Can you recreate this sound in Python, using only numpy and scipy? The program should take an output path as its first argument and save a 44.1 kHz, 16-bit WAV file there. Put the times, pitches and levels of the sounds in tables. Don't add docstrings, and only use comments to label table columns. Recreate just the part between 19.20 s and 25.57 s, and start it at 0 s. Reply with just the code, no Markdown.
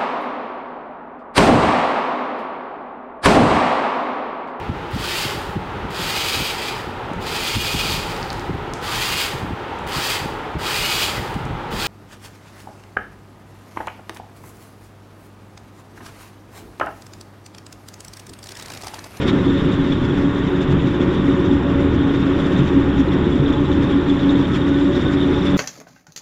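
import sys
import numpy as np
from scipy import signal
from scipy.fft import rfft, irfft, next_fast_len
from scipy.io import wavfile
from scipy.ndimage import uniform_filter1d, map_coordinates

SR = 44100
rng = np.random.default_rng(int(sys.argv[2]) if len(sys.argv) > 2 else 0)


def bounce(signal):
    frames = np.transpose(np.atleast_2d(signal))
    limited = np.clip(frames, -1, 1)
    pcm = np.round(limited * 32767).astype(np.int16)
    wavfile.write(sys.argv[1], SR, pcm)


N = 280917


def amp(db):
    return 10 ** (np.asarray(db) / 20)


def evened(x):
    return x / np.sqrt(np.mean(x ** 2) + 1e-20)


def curve(rows):
    s, *columns = np.transpose(rows)
    return [np.interp(np.arange(N) / SR, s, column) for column in columns]


def wander(hz):
    knots = rng.standard_normal(1024)
    places = np.arange(N) / SR * 2 * hz % 1023
    return evened(map_coordinates(knots, [places], order=3))


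def coloured(x, points):
    hz, db = np.transpose(points)
    size = next_fast_len(N)
    bins = np.fft.rfftfreq(size, 1 / SR)
    gain_db = np.interp(np.log(bins + 1), np.log(hz + 1), db, right=-150)
    return evened(irfft(rfft(x, size) * amp(gain_db), size)[:N])


def patchy(x, depth_db, size):
    spectrum = signal.stft(x, nperseg=512, noverlap=384)[2]
    patches = uniform_filter1d(rng.standard_normal(spectrum.shape), size[0], 0)
    patches = uniform_filter1d(patches, size[1], 1)
    shaped = spectrum * amp(depth_db * evened(patches))
    return evened(signal.istft(shaped, nperseg=512, noverlap=384)[1][:N])


def tone(hz, flutter_db, flutter_hz):
    turns = np.cumsum(hz) / SR + rng.random()
    return evened(np.sin(2 * np.pi * turns) * amp(flutter_db * wander(flutter_hz)))


def fuzzy(hz, width_hz):
    angle = 2 * np.pi * np.cumsum(hz) / SR
    return evened(wander(width_hz / 2) * np.cos(angle) + wander(width_hz / 2) * np.sin(angle))


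def resonate(x, hz, width_hz):
    turn = np.exp(2j * np.pi * np.cumsum(hz) / SR)
    r = np.exp(-np.pi * width_hz / SR)
    return 2 * (turn * signal.lfilter([1 - r], [1, -r], x / turn)).real


# pitch in Hz, relative level in dB per Hz.
ROAR_COLOUR = [(6, -30.5), (11, -7), (45, -10), (100, -3), (150, -0.5), (225, -4), (275, 0), (320, -1.5),
               (365, -2), (420, -8), (520, -13.5), (650, -20.5), (800, -22), (1100, -17.5), (1500, -22),
               (1850, -25.5), (2100, -28), (3000, -30.5), (3800, -38), (4500, -58)]
# time in seconds, gain of the upper part in dB, gain of the bass in dB.
ROAR_SWELL = [(0.0, 0, -0.5), (0.38, -1, 1), (0.48, 1, 4.5), (0.7, -2.5, 2), (1.44, -0.5, -3), (1.54, 0, 5),
              (1.63, 0, -1), (2.2, -0.5, 2), (3.28, 0.5, 1.5), (3.42, 0, 4), (3.52, 0, -1.5),
              (4.04, -0.2, 1.5), (5.8, -1.5, -2.5), (6.37, -0.2, 0)]
ROAR_DB = -19.5


def roar():
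    upper_db, bass_db = curve(ROAR_SWELL)
    noise = patchy(coloured(rng.standard_normal(N), ROAR_COLOUR), depth_db=0.79, size=(3, 40))
    bass = signal.sosfiltfilt(signal.butter(2, 190, fs=SR, output="sos"), noise)
    upper = noise - bass
    return amp(ROAR_DB) * (amp(bass_db) * bass + amp(upper_db + 0.48 * wander(7.0)) * upper)


# pitch in Hz, level in dB rms, width in Hz.
PANELS = [(939, -46.5, 40), (1065, -55, 36), (1446, -45.5, 110), (1830, -46, 120)]


def housings():
    return sum(amp(db) * fuzzy(np.full(N, hz), width) for hz, db, width in PANELS)


# start in seconds, length in seconds, mid-swell level in dB rms,
# pitch in Hz.
WHISTLE_ROWS = [(4.14, 0.26, -37.5, 560), (5.5, .12, -36, 1490), (5.24, 0.16, -39.5, 1300),
                (4.95, 0.23, -46, 940), (4.3, 0.24, -39, 860), (5.82, 0.17, -37, 1505),
                (5.72, 0.088, -48, 1500)]


def whistles():
    t = np.arange(N) / SR
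    out = np.zeros(N)
    for start, length, db, hz in WHISTLE_ROWS:
        swell = np.sin(np.pi * np.clip((t - start) / length, 0, 1))
        out += amp(db) * swell * tone(hz + 6.0 * wander(8.7), 1.5, 10.0)
    return out


# multiple of the engine speed, level in dB rms.
EXHAUST_ORDERS = [(1, -35.5), (2, -40.5), (4, -30.5), (5, -33), (7, -40.5), (8, -49.5), (10, -52)]
# ratio to the engine speed, level in dB rms, width in Hz.
LOCKED_TONES = [(0.71, -45, 2.7), (1.3, -31, 1.5), (1.083, -44.5, 1.5), (2.83, -40.5, 4.8),
                (3.4, -37.5, 2.2), (7.3, -46.5, 5), (5.24, -35.5, 2.4), (9.72, -54.5, 6.9)]


def engine(speed):
    orders = sum(amp(db) * tone(k * speed, flutter_db=2.5, flutter_hz=3.8) for k, db in EXHAUST_ORDERS)
    locked = np.zeros(N)
    for ratio, db, width in LOCKED_TONES:
        blur = fuzzy(ratio * speed, width)
        locked += amp(db) * evened(tone(ratio * speed, 2.4, 3.4) + 0.44 * blur)
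    return orders + locked


# time in seconds, gearbox hum in dB rms,
# third exhaust order in dB rms, pair near the sixth order in dB rms.
HUM_LEVELS = [(0.0, -31, -32, -35), (0.03, -33, -27.5, -23.5), (1.29, -34, -29, -33),
              (1.35, -40, -41, -20.5), (1.38, -31, -25, -24), (1.47, -33, -26.5, -39),
              (1.56, -18, -28, -22), (1.61, -35, -31, -34), (1.67, -21, -21.5, -30), (1.76, -44, -37, -25),
              (1.88, -22, -27, -28.5), (1.95, -36, -30, -30), (2.0, -27, -24, -34), (2.06, -27, -34, -30),
              (2.15, -32, -24, -22), (3.0, -33.5, -33.5, -32), (3.03, -22.5, -19, -35),
              (3.12, -35, -37, -25), (3.23, -30, -31, -35), (3.3, -35, -29, -26), (3.41, -16, -20, -28),
              (3.48, -31.5, -30.5, -21.5), (3.76, -34, -27, -38), (3.83, -30, -24, -25),
              (4.1, -33, -26, -25.5), (4.17, -39, -37, -38), (4.2, -19.5, -38, -32), (4.35, -35, -37, -26),
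              (4.43, -24, -42, -22), (4.54, -38, -23, -26.5), (4.65, -25, -29, -29),
              (4.7, -44, -28.5, -25.5), (5.14, -28.5, -28.5, -31.5), (6.19, -29, -32, -23),
              (6.28, -31, -22, -26), (6.37, -20, -21, -44)]
GEAR_RATIO, PAIR_RATIO = 2.265, 5.77
PAIR_DB = 1


def hums(speed):
    gear_db, third_db, pair_db = curve(HUM_LEVELS)
    gear_tone = tone(GEAR_RATIO * speed + 3.0 * wander(4.0), 2.1, 7.0)
    gear = evened(gear_tone + 0.72 * fuzzy(GEAR_RATIO * speed, 30.0))
    third = tone(3 * speed, 0.68, 5.8)
    lower = evened(tone(PAIR_RATIO * speed, 2.8, 8.0) + 0.6 * fuzzy(PAIR_RATIO * speed, 10.0))
    pair = evened(tone(6 * speed, 1.9, 5.4) + amp(PAIR_DB) * lower)
    return amp(gear_db) * gear + amp(third_db) * third + amp(pair_db) * pair


# time of the peak in seconds, peak strength in dB.
CLUMP_PEAKS = [(0.025, -46), (0.088, -39), (0.254, -54.5), (0.381, -52.5), (0.537, -49.5), (0.649, -54.5),
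               (0.723, -50.5), (0.853, -47.5), (0.983, -52.5), (1.188, -55.5), (1.368, -53.5),
               (1.422, -48.5), (1.517, -49), (1.678, -49.5), (1.816, -49), (1.945, -50.5), (2.26, -50),
               (2.614, -51), (2.749, -52), (2.943, -50), (3.003, -52), (3.198, -50.5), (3.265, -52.5),
               (3.335, -53), (3.392, -48), (3.477, -48.5), (3.617, -56), (3.802, -48.5), (3.935, -49.5),
               (4.334, -51.5), (4.45, -56), (4.532, -51), (4.629, -50), (4.899, -50), (5.004, -50),
               (5.11, -49.5), (5.218, -51.5), (5.358, -44), (5.483, -50), (5.598, -50), (5.767, -46.5),
               (5.816, -48.5), (5.932, -45), (6.031, -55), (6.266, -46)]
CLUMP_RISE_S, CLUMP_FALL_S = 0.013, 0.014


def clumps():
    t, power = np.arange(N) / SR, np.zeros(N)
    for s, db in CLUMP_PEAKS:
        near = slice(max(round((s - 0.05) * SR), 0), round((s + 0.1) * SR))
        u = t[near] - s
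        power[near] += amp(2 * db) * np.exp(-(u / np.where(u < 0, CLUMP_RISE_S, CLUMP_FALL_S)) ** 2)
    return np.sqrt(power)


# time in seconds, ringing of the spout in dB rms,
# strength of the hiss in dB on the scale of the clumps.
CROP_FLOW = [(0.0, -40.5, -53), (0.34, -40.5, -52), (1.45, -44, -55), (2.13, -42.5, -52.5),
             (2.45, -46.5, -56.5), (3.32, -43, -52), (3.6, -44, -54.5), (5.32, -41, -52),
             (5.46, -41.5, -53), (6.37, -40.5, -50)]
# pitch in Hz, relative level in dB per Hz.
HISS_COLOUR = [(700, -9.5), (2000, -1), (2900, -8), (3900, -17.5), (4500, -17.5), (5500, -15.5),
               (6400, -22.5), (7400, -18.5), (8100, -33.5), (9200, -27), (10300, -40.5), (11200, -33),
               (12000, -43), (15000, -51)]
HISS_LIFT_DB = 10
CLUMP_THIN_HZ, CLUMP_DULL_HZ = 2480, 9000


def chaff():
    flow, clump = amp(curve(CROP_FLOW)[1] + 1.1 * wander(11.0)), clumps()
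    band = signal.butter(1, [CLUMP_THIN_HZ, CLUMP_DULL_HZ], "band", fs=SR)
    puffs = signal.lfilter(*band, clump * rng.standard_normal(N))
    stream = amp(0.76 * wander(30.0)) * (flow * rng.standard_normal(N) + puffs)
    hiss = patchy(coloured(stream, HISS_COLOUR), depth_db=1.5, size=(9, 10))
    return amp(HISS_LIFT_DB) * np.sqrt(np.mean(flow ** 2 + clump ** 2)) * hiss


# pitch in Hz, relative level in dB per Hz.
CRUNCH_COLOUR = [(500, -21.5), (1000, 1), (1900, 1), (3000, -9), (4500, -21.5)]
CRUNCH_DB = 8.5


def crunch():
    struck = rng.random(N) < 1500 / SR
    grains = amp(2.2 * np.minimum(rng.exponential(1, N), 4)) * rng.standard_normal(N) * struck
    return amp(CRUNCH_DB) * clumps() * coloured(grains, CRUNCH_COLOUR)


SNAPS_PER_S, SNAPS_DB = 88, -65


def snaps():
    t, out = np.arange(400) / SR, np.zeros(N)
    for hz in np.geomspace(4400, 7400, num=12):
        struck = rng.random(N) < SNAPS_PER_S / 12 / SR
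        train = amp(2.7 * np.minimum(rng.exponential(1, N), 4)) * struck
        chirp = t / 0.0015 * np.exp(-t / 0.0017) * np.sin(2 * np.pi * hz * (t - 17.0 * t ** 2))
        out += signal.oaconvolve(train, chirp)[:N]
    return amp(SNAPS_DB) * evened(out * np.hypot(amp(curve(CROP_FLOW)[1]), clumps()))


# pitch in Hz, width in Hz, relative gain in dB.
SPOUT_MODES = [(3260, 466, 1), (3377, 250, 1), (3496, 120, 3), (3630, 60, -4)]
SPOUT_DRIFT = 0.02
CLUMP_RING_DB = 7


def spout():
    flow = np.hypot(amp(curve(CROP_FLOW)[0] + 1.5 * wander(14.0)), amp(CLUMP_RING_DB) * clumps())
    struck = rng.random(N) < 3000 / SR
    chips = amp(0.73 * np.minimum(rng.exponential(1, N), 5)) * rng.standard_normal(N) * struck
    drift = 1 + SPOUT_DRIFT * wander(18.0)
    ring = np.zeros(N)
    for hz, width, db in SPOUT_MODES:
        ring += amp(db) * resonate(resonate(chips, hz * drift, width), hz * drift, 2 * width)
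    squeal = tone(3600 + 110 * wander(25.0), flutter_db=1.5, flutter_hz=29.4)
    return flow * amp(1.0 * wander(40.0)) * evened(evened(ring) + amp(-5.5) * squeal)


# start in seconds, level in dB before shape and grit,
# pitch in Hz half of KNOCK_LENGTH_S after the start.
SPOUT_KNOCKS = [(0.078, -22.5, 3570), (0.2803, -31.5, 3600), (0.2982, -28.5, 3600), (0.3711, -36, 3570),
                (0.4529, -34, 3470), (0.5192, -30, 3670), (0.7193, -23.5, 3460), (0.851, -32, 3400),
                (0.9039, -30, 3400), (0.9722, -33, 3450), (1.1558, -30, 3650), (1.2072, -33, 3490),
                (1.3526, -36, 3610), (1.4015, -44, 3380), (1.4174, -34, 3430), (1.8093, -35, 3500),
                (1.9556, -34, 3350), (1.9849, -41, 3493), (2.147, -38, 3560), (2.2583, -30, 3660),
                (2.309, -31, 3580), (2.5446, -36, 3470), (2.6805, -37, 3377), (2.811, -38, 3490),
                (2.8918, -29, 3302), (3.0744, -34, 3500), (3.1972, -31, 3400), (3.249, -37, 3500),
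                (3.3592, -28.5, 3596), (3.7504, -41, 3540), (3.8836, -34, 3620), (3.918, -34, 3490),
                (4.1223, -30, 3430), (4.1889, -33, 3447), (4.2592, -27, 3515), (4.3012, -28, 3590),
                (4.335, -25.5, 3430), (4.5146, -31, 3590), (4.6248, -36, 3600), (4.6425, -30, 3638),
                (4.725, -31, 3330), (4.8963, -24, 3476), (4.9656, -31, 3480), (5.0903, -25.5, 3675),
                (5.1058, -27, 3670), (5.1522, -28, 3530), (5.2096, -29, 3440), (5.3143, -37, 3460),
                (5.3333, -29, 3600), (5.4149, -26.5, 3620), (5.447, -31, 3580), (5.5173, -34, 3600),
                (5.5418, -29, 3610), (5.5912, -36, 3590), (5.6082, -26, 3590), (5.7284, -34, 3730),
                (5.7528, -30, 3740), (5.808, -28, 3658), (5.8636, -29, 3660), (5.879, -27, 3610),
                (5.9293, -32, 3580), (6.0117, -27, 3650), (6.0247, -24, 3580), (6.0797, -27.5, 3590),
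                (6.136, -32, 3435), (6.1594, -28, 3570), (6.2163, -29, 3640), (6.2322, -33, 3450),
                (6.2651, -22, 3490), (6.279, -23, 3520), (6.3204, -36, 3420), (6.3435, -25, 3464)]
KNOCK_RISE_S, KNOCK_LENGTH_S, KNOCK_SAG_HZ_PER_S = 0.004, 0.0092, 5700
KNOCK_GRIT = 0.36


def knocks():
    out, t = np.zeros(N + 2000), np.arange(2000) / SR
    for s, db, hz in SPOUT_KNOCKS:
        grit = 1 + KNOCK_GRIT * evened(np.convolve(rng.standard_normal(2000), np.hanning(110), "same"))
        shape = np.minimum(t / KNOCK_RISE_S, 1) * np.exp(-(t / KNOCK_LENGTH_S) ** 2)
        turns = hz * t - KNOCK_SAG_HZ_PER_S * (t - KNOCK_LENGTH_S / 2) ** 2 / 2
        out[round(s * SR):][:2000] += amp(db) * shape * grit * np.sin(2 * np.pi * turns)
    return out[:N]


# time in seconds (the peak follows half of
# SLIDE_S later), peak level in dB before grit, pitch at the peak in Hz.
TREBLE_SLIDES = [(1.415, -49, 7200), (1.81, -53, 6900), (3.098, -53, 7000), (3.187, -50, 5700),
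                 (3.26, -51, 5850), (3.325, -49, 5950), (3.472, -52, 5300), (4.33, -50, 5492),
                 (4.625, -50, 5000), (5.765, -50, 5250), (6.187, -47, 5600), (6.23, -45, 5500),
                 (6.262, -47, 5400)]
SLIDE_S, SLIDE_FALL_PER_S = 0.007, 11


def slides():
    out, t = np.zeros(N + 1600), (np.arange(1600) - 400) / SR
    u = t - SLIDE_S / 2
    for s, db, hz in TREBLE_SLIDES:
        grit = 1 + 0.17 * evened(np.convolve(rng.standard_normal(1600), np.hanning(60), "same"))
        wave = np.sin(2 * np.pi * hz * (u - SLIDE_FALL_PER_S * u ** 2 / 2))
        out[round(s * SR):][:1600] += amp(db) * np.exp(-(u / SLIDE_S) ** 2) * grit * wave
    return out[400:][:N]


# lowest pitch in Hz, highest in Hz, number a second, half width of the bell in seconds, level in dB rms.
STALK_CHOPS = (751, 1900, 258.5, 0.3, -41.5)
SKID_SQUEAKS = (3303, 3759.5, 129, 0.1, -49)


def scatter(low_hz, high_hz, per_s, half_s, db):
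    u, out = (np.arange(1200) - 600) / SR, np.zeros(N)
    for hz in np.geomspace(low_hz, high_hz, num=16):
        struck = rng.random(N) < per_s / 16 / SR
        train = amp(2.8 * np.minimum(rng.exponential(1, N), 4)) * struck
        glide = 4.0 * rng.uniform(-1, 1)
        chirp = np.exp(-(u / half_s) ** 2) * np.sin(2 * np.pi * hz * (u + glide * u ** 2))
        out += signal.oaconvolve(train, chirp)[:N]
    return amp(db) * evened(out * amp(1.3 * wander(6.0)))


# time in seconds, pitch in Hz,
# second partial in dB rms, third partial in dB rms.
KNIFE_PITCH = [(0.0, 275.8, -33.5, -47.0), (0.2, 278.8, -39.5, -58), (0.4, 277.8, -36.5, -52),
               (0.6, 276.0, -45, -54), (0.8, 280.0, -42.0, -46), (1.0, 280.4, -41, -53),
               (1.2, 281.0, -38, -47.5), (1.4, 281.7, -40.0, -51), (1.6, 277.6, -39, -54),
               (1.8, 276.8, -39.5, -44), (2.0, 279.5, -37.5, -49), (2.2, 279.6, -34.5, -44),
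               (2.4, 282.4, -36, -48), (2.6, 281.4, -32.5, -43), (2.8, 281.4, -44, -46),
               (3.0, 277.8, -38.5, -51.0), (3.2, 278.8, -36, -49.0), (3.4, 280.2, -40, -54),
               (3.6, 278.2, -38, -45), (3.8, 277.7, -43, -45), (4.0, 279.2, -37.5, -43.5),
               (4.2, 280.3, -46, -47), (4.4, 281.8, -36.0, -40), (4.6, 281.0, -37, -41.5),
               (4.8, 280.1, -41.5, -41), (5.0, 279.7, -40, -45), (5.2, 280.2, -39.5, -49),
               (5.4, 281.4, -46, -47), (5.6, 282.8, -33, -48.0), (5.8, 283.2, -37.5, -50),
               (6.0, 279.8, -39.5, -43), (6.37, 281.2, -34.5, -44)]
# time in seconds, level in dB rms.
KNIFE_BITE = [(0.0, -46), (0.05, -31), (0.18, -18), (0.23, -30), (0.26, -17.5), (0.37, -19), (0.41, -39),
              (0.6, -18), (0.76, -19.5), (0.8, -35), (0.87, -18), (0.9, -32), (0.94, -20.5), (1.06, -16.5),
              (1.13, -25), (1.19, -22.5), (2.02, -25.5), (2.09, -17), (2.16, -29), (2.2, -23.5),
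              (2.36, -15), (2.41, -31), (2.45, -22.5), (2.68, -17.5), (2.78, -26), (2.82, -18.5),
              (3.12, -19.5), (3.16, -25), (3.23, -18.5), (3.46, -27), (3.49, -34), (3.58, -10), (3.64, -26),
              (3.69, -15.5), (3.74, -30), (3.81, -14), (3.89, -32), (3.97, -18.5), (4.03, -32), (4.08, -18),
              (4.13, -17.5), (4.19, -31), (4.31, -16), (4.35, -28), (4.42, -14.5), (4.47, -30), (4.58, -17),
              (4.7, -24), (4.75, -13), (4.86, -29.5), (4.91, -13), (5.0, -22), (5.06, -14.5), (5.22, -16.5),
              (5.29, -35), (5.32, -20), (5.66, -17), (5.89, -30), (5.94, -17), (6.37, -22.5)]
# multiple of the knife rate, level in dB rms, width in Hz.
KNIFE_BLUR = [(1, -33.5, 60), (2, -43.5, 30), (3, -50, 32), (4, -51, 27)]
KNIFE_RATIO = 4.535
STEADY_DB, THROB_HZ, WAVER_HZ = 13, 26, 1.4


def drum(speed):
    hz, second_db, third_db = curve(KNIFE_PITCH)
    bite_db, = curve(KNIFE_BITE)
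    hz = hz + WAVER_HZ * wander(6.0)
    clean = tone(hz, flutter_db=-0.4, flutter_hz=8.7)
    bite = amp(bite_db) * evened(amp(STEADY_DB) * clean + fuzzy(hz, THROB_HZ))
    second = amp(second_db) * tone(2 * hz + 3.0 * wander(9.0), 2.2, 11.0)
    third = amp(third_db) * tone(3 * hz + 5.0 * wander(8.0), 2.5, 9.0)
    blur = sum(amp(db) * fuzzy(k * KNIFE_RATIO * speed, width) for k, db, width in KNIFE_BLUR)
    return bite + second + third + blur


# time in seconds, pitch in Hz.
ENGINE_SPEED = [(0.0, 62.3), (0.6, 61.55), (1.75, 61.55), (2.3, 61.95), (2.85, 62.0), (3.2, 61.65),
                (4.2, 61.55), (4.9, 62.4), (5.3, 61.95), (5.6, 62.0), (5.95, 62.65), (6.37, 62.3)]


def scene():
    speed, = curve(ENGINE_SPEED)
    machine = roar() + housings() + whistles() + engine(speed) + hums(speed) + drum(speed)
    crop = chaff() + crunch() + snaps() + spout() + knocks() + slides()
    showers = scatter(*STALK_CHOPS) + scatter(*SKID_SQUEAKS)
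    return (machine + crop + showers)[None]


def record(dry):
    lowpass = signal.firwin(511, 15200, window=("kaiser", 9), fs=SR)
    return signal.oaconvolve(dry, lowpass[None], "same")


dry = scene()
out = record(dry)
bounce(out)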